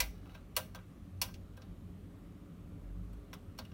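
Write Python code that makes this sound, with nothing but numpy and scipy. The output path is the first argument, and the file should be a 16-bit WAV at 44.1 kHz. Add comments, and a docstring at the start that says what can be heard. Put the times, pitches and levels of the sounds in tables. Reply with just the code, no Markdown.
"""Combination dial on a locker door

A metal dial on a sheet-metal locker door is turned by hand, close to a phone microphone.
Each detent snap rattles for a few milliseconds and excites the door's damped modes; lighter ticks
and slips do so more weakly, and a faint rub is a train of tiny random catches.
Behind it lie shaped hall noise and resonant ventilation hum; late on, a distant engine note
of two harmonics swells and rises."""
import sys
import numpy as np
from scipy import signal
from scipy.io import wavfile
from scipy.ndimage import uniform_filter1d

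SR = 44100
rng = np.random.default_rng(int(sys.argv[2]) if len(sys.argv) > 2 else 0)


def file_out(sig):
    """Save sig as 16-bit WAV at sys.argv[1]."""
    # one column per channel
    cols = np.atleast_2d(sig).T
    # limit, then scale
    lim = np.clip(cols, -1, 1)
    pcm = np.round(lim * 32767).astype(np.int16)
    wavfile.write(sys.argv[1], SR, pcm)


def makeup_ratio(level_db):
    """Linear amplitude ratio for a level in decibels (20 dB per factor of ten)."""
    decades = np.asarray(level_db, float) / 20
    return 10 ** decades


N = 164493  # samples, about 3.73 s

# All decibel columns are relative unless marked rms.
# Detent snaps, light ticks of the dial's play, and faint slips of the detent just before a click:
# time_s, level_db, panel_db, upper_ring_db, treble_db, favoured_hz
SNAPS = [(0.0024, -27, -13, -1.5, 1.5, 2240), (0.5652, -30, -6.5, -2, 4.5, 580),
         (1.2157, -30.5, -13, -0.5, 3.5, 930)]
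TICKS = [(0.2577, -65, 2, -15, -11, 2700), (0.2943, -57, -5, -15, -14, 2800),
         (0.3154, -64, -5, -12, -14, 4300), (0.3492, -52, -4.5, -11.5, -11, 2640),
         (0.631, -62, -7, -12, -8, 4400), (0.748, -50, -1, -2.5, -2, 1580), (0.756, -50, 0, -8, -4, 557),
         (0.7866, -58.5, -2, -18, -16, 2350), (1.2852, -56, -2, -8, -13, 1580),
         (1.3414, -52.5, -15, -0.5, -5, 3060), (1.5702, -62.5, -19, -2, 1, 9600),
         (1.575, -60, 3, -12, -10, 960), (1.6195, -55.5, -4.5, -5.5, -13, 4400),
         (3.132, -66, -1, -8, 0, 8500), (3.3309, -45.5, -4, -8, -9, 2840), (3.3382, -54.5, -5, 0, 4, 1580),
         (3.5879, -42.5, -3.5, -2, -3, 4540), (3.6505, -56, -7, -10, -7, 2770),
         (3.716, -62, -0.5, -6, -16, 2800)]
SLIPS = [(0.345, -60, -10, -11, -12, 4300), (0.554, -60.5, -11, -7, -14, 2800),
         (3.578, -60.5, -11, -9, -3, 8500)]
# How each kind is struck: rise_s, rattle_s, share of the full ring time (ratio)
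SNAP_SHAPE = (.0006, 0.0039, 0.96)
TICK_SHAPE = (0.00117, 0.0022, 0.74)
SLIP_SHAPE = (0.00143, 0.013, 0.89)
# Separate modes of door and dial: mode_hz, level_db, full_t60_s
DOOR_MODES = [(519, -2, 0.25), (627, -2.5, 0.24), (792, -11, 0.23), (987.6, 4.5, .11), (1437, -22, 0.13),
              (1580, 2, .11), (2020, -7.5, 0.044), (2350, -5.5, .06), (2584, -5.5, 0.07),
              (2852, -5.5, 0.052), (3364, -8, 0.094), (3664, -23.5, 0.28), (4280, -11.5, 0.06),
              (4330, 0, 0.033), (4630, -8.5, 0.051), (5530, 3, 0.028), (5922, -4.5, .05)]
# Colour of the crowded small modes: frequency_hz, colour_db
CROWD_COLOUR = [(330, -35), (480, 1.5), (1000, 1.5), (1500, 0.5), (1800, -10), (2400, -9.5), (4000, -6.5),
                (6000, -4), (7600, -12.5), (9500, -10.5), (13700, -10), (15700, -5), (16600, -27.5)]
# Full ring time of the crowded modes: frequency_hz, full_t60_s
CROWD_T60 = [(500, 0.2), (2000, 0.16), (6000, 0.082), (15000, 0.056)]
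# Colour of the hall's answer: frequency_hz, colour_db
HALL_COLOUR = [(500, -1.5), (2000, -0.5), (4000, -4.5), (7000, -3.5), (15000, 1)]
# Decay of the hall's answer: frequency_hz, t60_s
HALL_T60 = [(500, 0.14), (2000, 0.26), (6000, 0.3), (15000, 0.23)]
# Dial rubbing on its seat while it turns: time_s, rms_db
RUB_LEVEL = [(0.1, -75), (0.16, -70), (0.23, -70.5), (0.33, -68), (0.38, -66), (0.43, -82), (1.56, -84),
             (1.6, -74), (1.66, -76), (1.72, -85), (3.53, -91), (3.62, -70.5), (3.73, -79)]
# Colour of one catch of the rub: frequency_hz, colour_db
RUB_COLOUR = [(400, -25), (650, 4.5), (1500, 1), (3000, -1.5), (5500, -9), (8000, -18), (14000, -12.5)]
# Decay of one catch: frequency_hz, t60_s
GRAIN_T60 = [(600, 0.026), (10000, 0.018)]
# Distant engine note: time_s, pitch_hz, level_db (rms of the fundamental)
ENGINE = [(2.72, 42.2, -49), (2.9, 45.6, -46), (3.0, 50.03, -45), (3.1, 51.6, -49), (3.2, 51.4, -48),
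          (3.3, 53.7, -69)]
# Hum of the ventilation ducts: centre_hz, pole_width_hz, level_db
DUCTS = [(176.7, 17.2, -57.5), (199.4, 12, -68.5), (289.5, 8.8, -65.5), (411, 16.2, -71), (561, 15, -78)]
# Swell shared by those duct tones: time_s, gain_db
DUCT_SWELL = [(0, -3.5), (1.5, -2.5), (2.8, 2), (3.73, -0.5)]
# Lowest duct tone: time_s, rms_db
LOW_DUCT_LEVEL = [(0, -58), (.9, -54.5), (1.4, -56), (2, -56.5), (2.2, -72), (2.65, -62), (2.9, -58),
                  (3.3, -61), (3.73, -55.5)]
# Low rumble: time_s, rms_db
RUMBLE_LEVEL = [(0, -39), (.2, -53.5), (.6, -59.5), (1.5, -52.5), (2.1, -58), (2.45, -66), (2.7, -61),
                (3.3, -59), (3.73, -57)]
# Colour of the hall and microphone noise: frequency_hz, colour_db
AIR_COLOUR = [(13, -24.5), (22, -11), (48, -2), (65, -9.5), (95, 2), (126, -9.5), (176, -7), (252, -9.5),
              (289, -13.5), (381, -17.5), (415, -21.5), (562, -22.5), (900, -31.5), (1160, -26.5),
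              (1570, -34.5), (3220, -39), (4880, -46), (15200, -48), (16500, -65.5)]


def evened(x):
    """Normalisation: scales a signal to rms 1."""
    return x / np.sqrt(np.mean(x ** 2) + 1e-20)


def read(points, hz):
    """Logarithmic pitch scale: interpolates a table along log frequency."""
    f, value = np.transpose(points)
    return np.interp(np.log(hz + 1), np.log(f + 1), value)


def level_curve(points):
    """Amplitude envelope: straight lines in dB between (time_s, level_db) points."""
    return makeup_ratio(np.interp(np.arange(N) / SR, *np.transpose(points)))


def add(mix, time_s, sound):
    """Superposition: adds a sound into the mix from the given time."""
    start = max(round(time_s * SR), 0)
    part = mix[start:][:len(sound)]
    part += sound[:len(part)]


def dying(colour_db, t60s, size, hold_s=0., share=1., cycles=1e-3):
    """Frequency-dependent damping: each noise band builds over some cycles, holds, then decays."""
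    hz, t, z = signal.stft(rng.standard_normal(size), SR, nperseg=256, noverlap=224)
    t60 = read(t60s, hz)[:, None] * share
    decay_db = 60 * np.maximum(t - hold_s, 0) / t60
    build = 1 - np.exp(-(t + 1e-3) * hz[:, None] / cycles)
    z = z * makeup_ratio(colour_db(hz)[:, None] - decay_db) * build
    return signal.istft(z, SR, nperseg=256, noverlap=224)[1][:size]


def click(level_db, panel_db, upper_db, treble_db, favour_hz, rise_s, rattle_s, share):
    """Modal excitation: a brief uneven rattle rings separate modes and a crowd of small ones."""
    def weight_db(hz):
        """Spectral weighting: four regions plus a bump, 0.18 octave wide, at the favoured pitch."""
        octaves = np.log2((hz + 1) / favour_hz)
        favour_db = 5 * np.exp(-(octaves / 0.18) ** 2)
        regions = [hz < 1750, hz < 4100, hz < 7200]
        return favour_db + np.select(regions, [panel_db, 0., upper_db], treble_db)

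    build_cycles = 1.17
    t = np.arange(9000) / SR
    hz, db, t60 = np.transpose(DOOR_MODES)[:, :, None]
    scatter_db = 3 * rng.standard_normal((len(DOOR_MODES), 1))
    phase = rng.random((len(DOOR_MODES), 1))  # in cycles
    build = 1 - np.exp(-t * hz / build_cycles)
    decay_db = 60 * np.maximum(t - rattle_s, 0) / t60 / share
    ring = makeup_ratio(db + weight_db(hz) + scatter_db - decay_db)
    modes = .5 * (build * ring * np.sin(2 * np.pi * (hz * t + phase))).sum(0)

    def crowd_db(f):
        """Spectral density: the crowd's colour under the same weighting."""
        return read(CROWD_COLOUR, f) + weight_db(f)

    crowd = 2 * makeup_ratio(2.5) * dying(crowd_db, CROWD_T60, len(t), rattle_s, share, build_cycles)
    # smoothed noise makes the level uneven, ever less as the rattle dies
    uneven = evened(uniform_filter1d(rng.standard_normal(len(t)), size=30))
    uneven = uneven * np.exp(-t / (2 * rattle_s))
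    onset = 1 - np.exp(-(t / rise_s) ** 2)
    body = makeup_ratio(level_db + 1.5 * uneven) * onset * (modes + crowd)
    return signal.sosfilt(signal.butter(4, 502, "high", fs=SR, output="sos"), body)


def dial():
    """Linear superposition: snaps, ticks and slips, convolved with the hall's short answer."""
    out = np.zeros(N)
    for table, shape in ((SNAPS, SNAP_SHAPE), (TICKS, TICK_SHAPE), (SLIPS, SLIP_SHAPE)):
        for time_s, *levels in table:
            # start early by the rise time, so that the onset is strong at time_s
            add(out, time_s - shape[0], click(*levels, *shape))
    hall = dying(lambda f: read(HALL_COLOUR, f), HALL_T60, size=SR // 2)
    hall = hall / np.linalg.norm(hall)
    return out + makeup_ratio(-12.5) * signal.fftconvolve(out, hall)[:N]


def rub():
    """Stick-slip friction: scattered tiny catches between dial and seat stir the door briefly."""
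    catches_per_s, spread_db = 900, 3.5
    odds, size = rng.random(N), rng.exponential(1, N)
    strength = makeup_ratio(spread_db * np.minimum(size, 4))
    catches = (odds < catches_per_s / SR) * strength * rng.choice([-1., 1.], N)
    grain = dying(lambda f: read(RUB_COLOUR, f), GRAIN_T60, size=3000)
    return level_curve(RUB_LEVEL) * evened(signal.fftconvolve(catches, grain)[:N])


def engine():
    """Harmonic source: a gliding fundamental and its octave share one accumulated phase."""
    octave_db, fade_s = -7, 0.11
    s, hz, db = np.transpose(ENGINE)
    t = np.arange(N) / SR
    phase = 2 * np.pi * (np.cumsum(np.interp(t, s, hz)) / SR + rng.random())
    gate = np.clip(np.minimum(t - s[0], s[-1] - t) / fade_s, 0, 1)
    tone = np.sin(phase) + makeup_ratio(octave_db) * np.sin(2 * phase)
    return np.sqrt(2) * gate * makeup_ratio(np.interp(t, s, db)) * tone


def band(hz, width):
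    """Narrow-band resonance: complex noise through two equal poles, shifted to hz, at rms 1."""
    turn = np.exp(2j * np.pi * hz * np.arange(N) / SR)
    r = np.exp(-np.pi * width / SR)
    x = rng.standard_normal(N + SR) + 1j * rng.standard_normal(N + SR)
    settled = signal.lfilter([1], np.convolve([1, -r], [1, -r]), x)[SR:]
    return evened((turn * settled).real)


def hum():
    """Resonant ducts: narrow noise bands give fuzzy tones over a low rumble of changing level."""
    rumble = level_curve(RUMBLE_LEVEL) * band(47, 30)
    low = level_curve(LOW_DUCT_LEVEL) * band(92, 17)
    ducts = sum(makeup_ratio(db) * band(hz, width) for hz, width, db in DUCTS)
    return rumble + low + level_curve(DUCT_SWELL) * ducts


def air():
    """Stationary shaped noise: broad hall and microphone noise with faint drifting patches."""
    frames, hz = N // 1024 + 5, np.fft.rfftfreq(4096, 1 / SR)
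    a, b, patches = rng.standard_normal((frames, len(hz), 3)).T
    patches = uniform_filter1d(patches, size=30, axis=0)  # across frequency
    patches = evened(uniform_filter1d(patches, size=6, axis=1))  # across time
    z = (a + 1j * b) * makeup_ratio(read(AIR_COLOUR, hz)[:, None] + 1.3 * patches)
    return makeup_ratio(-53) * evened(signal.istft(z, nperseg=4096, noverlap=3072)[1][:N])


def scene():
    """Superposition of independent sources: dial, rub, hall air, hum and engine."""
    return (dial() + rub() + air() + hum() + engine())[None]


def low_pass(x):
    """Removes everything above the highest recorded frequency."""
    return signal.sosfilt(signal.butter(12, 16820, fs=SR, output="sos"), x)


def record(dry):
    """Band limitation: the microphone's bass roll-off at 33.6 Hz and a steep edge at 16.6 kHz."""
    edge = signal.firwin(255, 16600, window=("kaiser", 8), fs=SR)[None]
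    thin = signal.sosfilt(signal.butter(6, 33.6, "high", fs=SR, output="sos"), dry)
    mix = signal.oaconvolve(thin, edge, "same")
    return low_pass(mix)


dry = scene()
out = record(dry)
file_out(out)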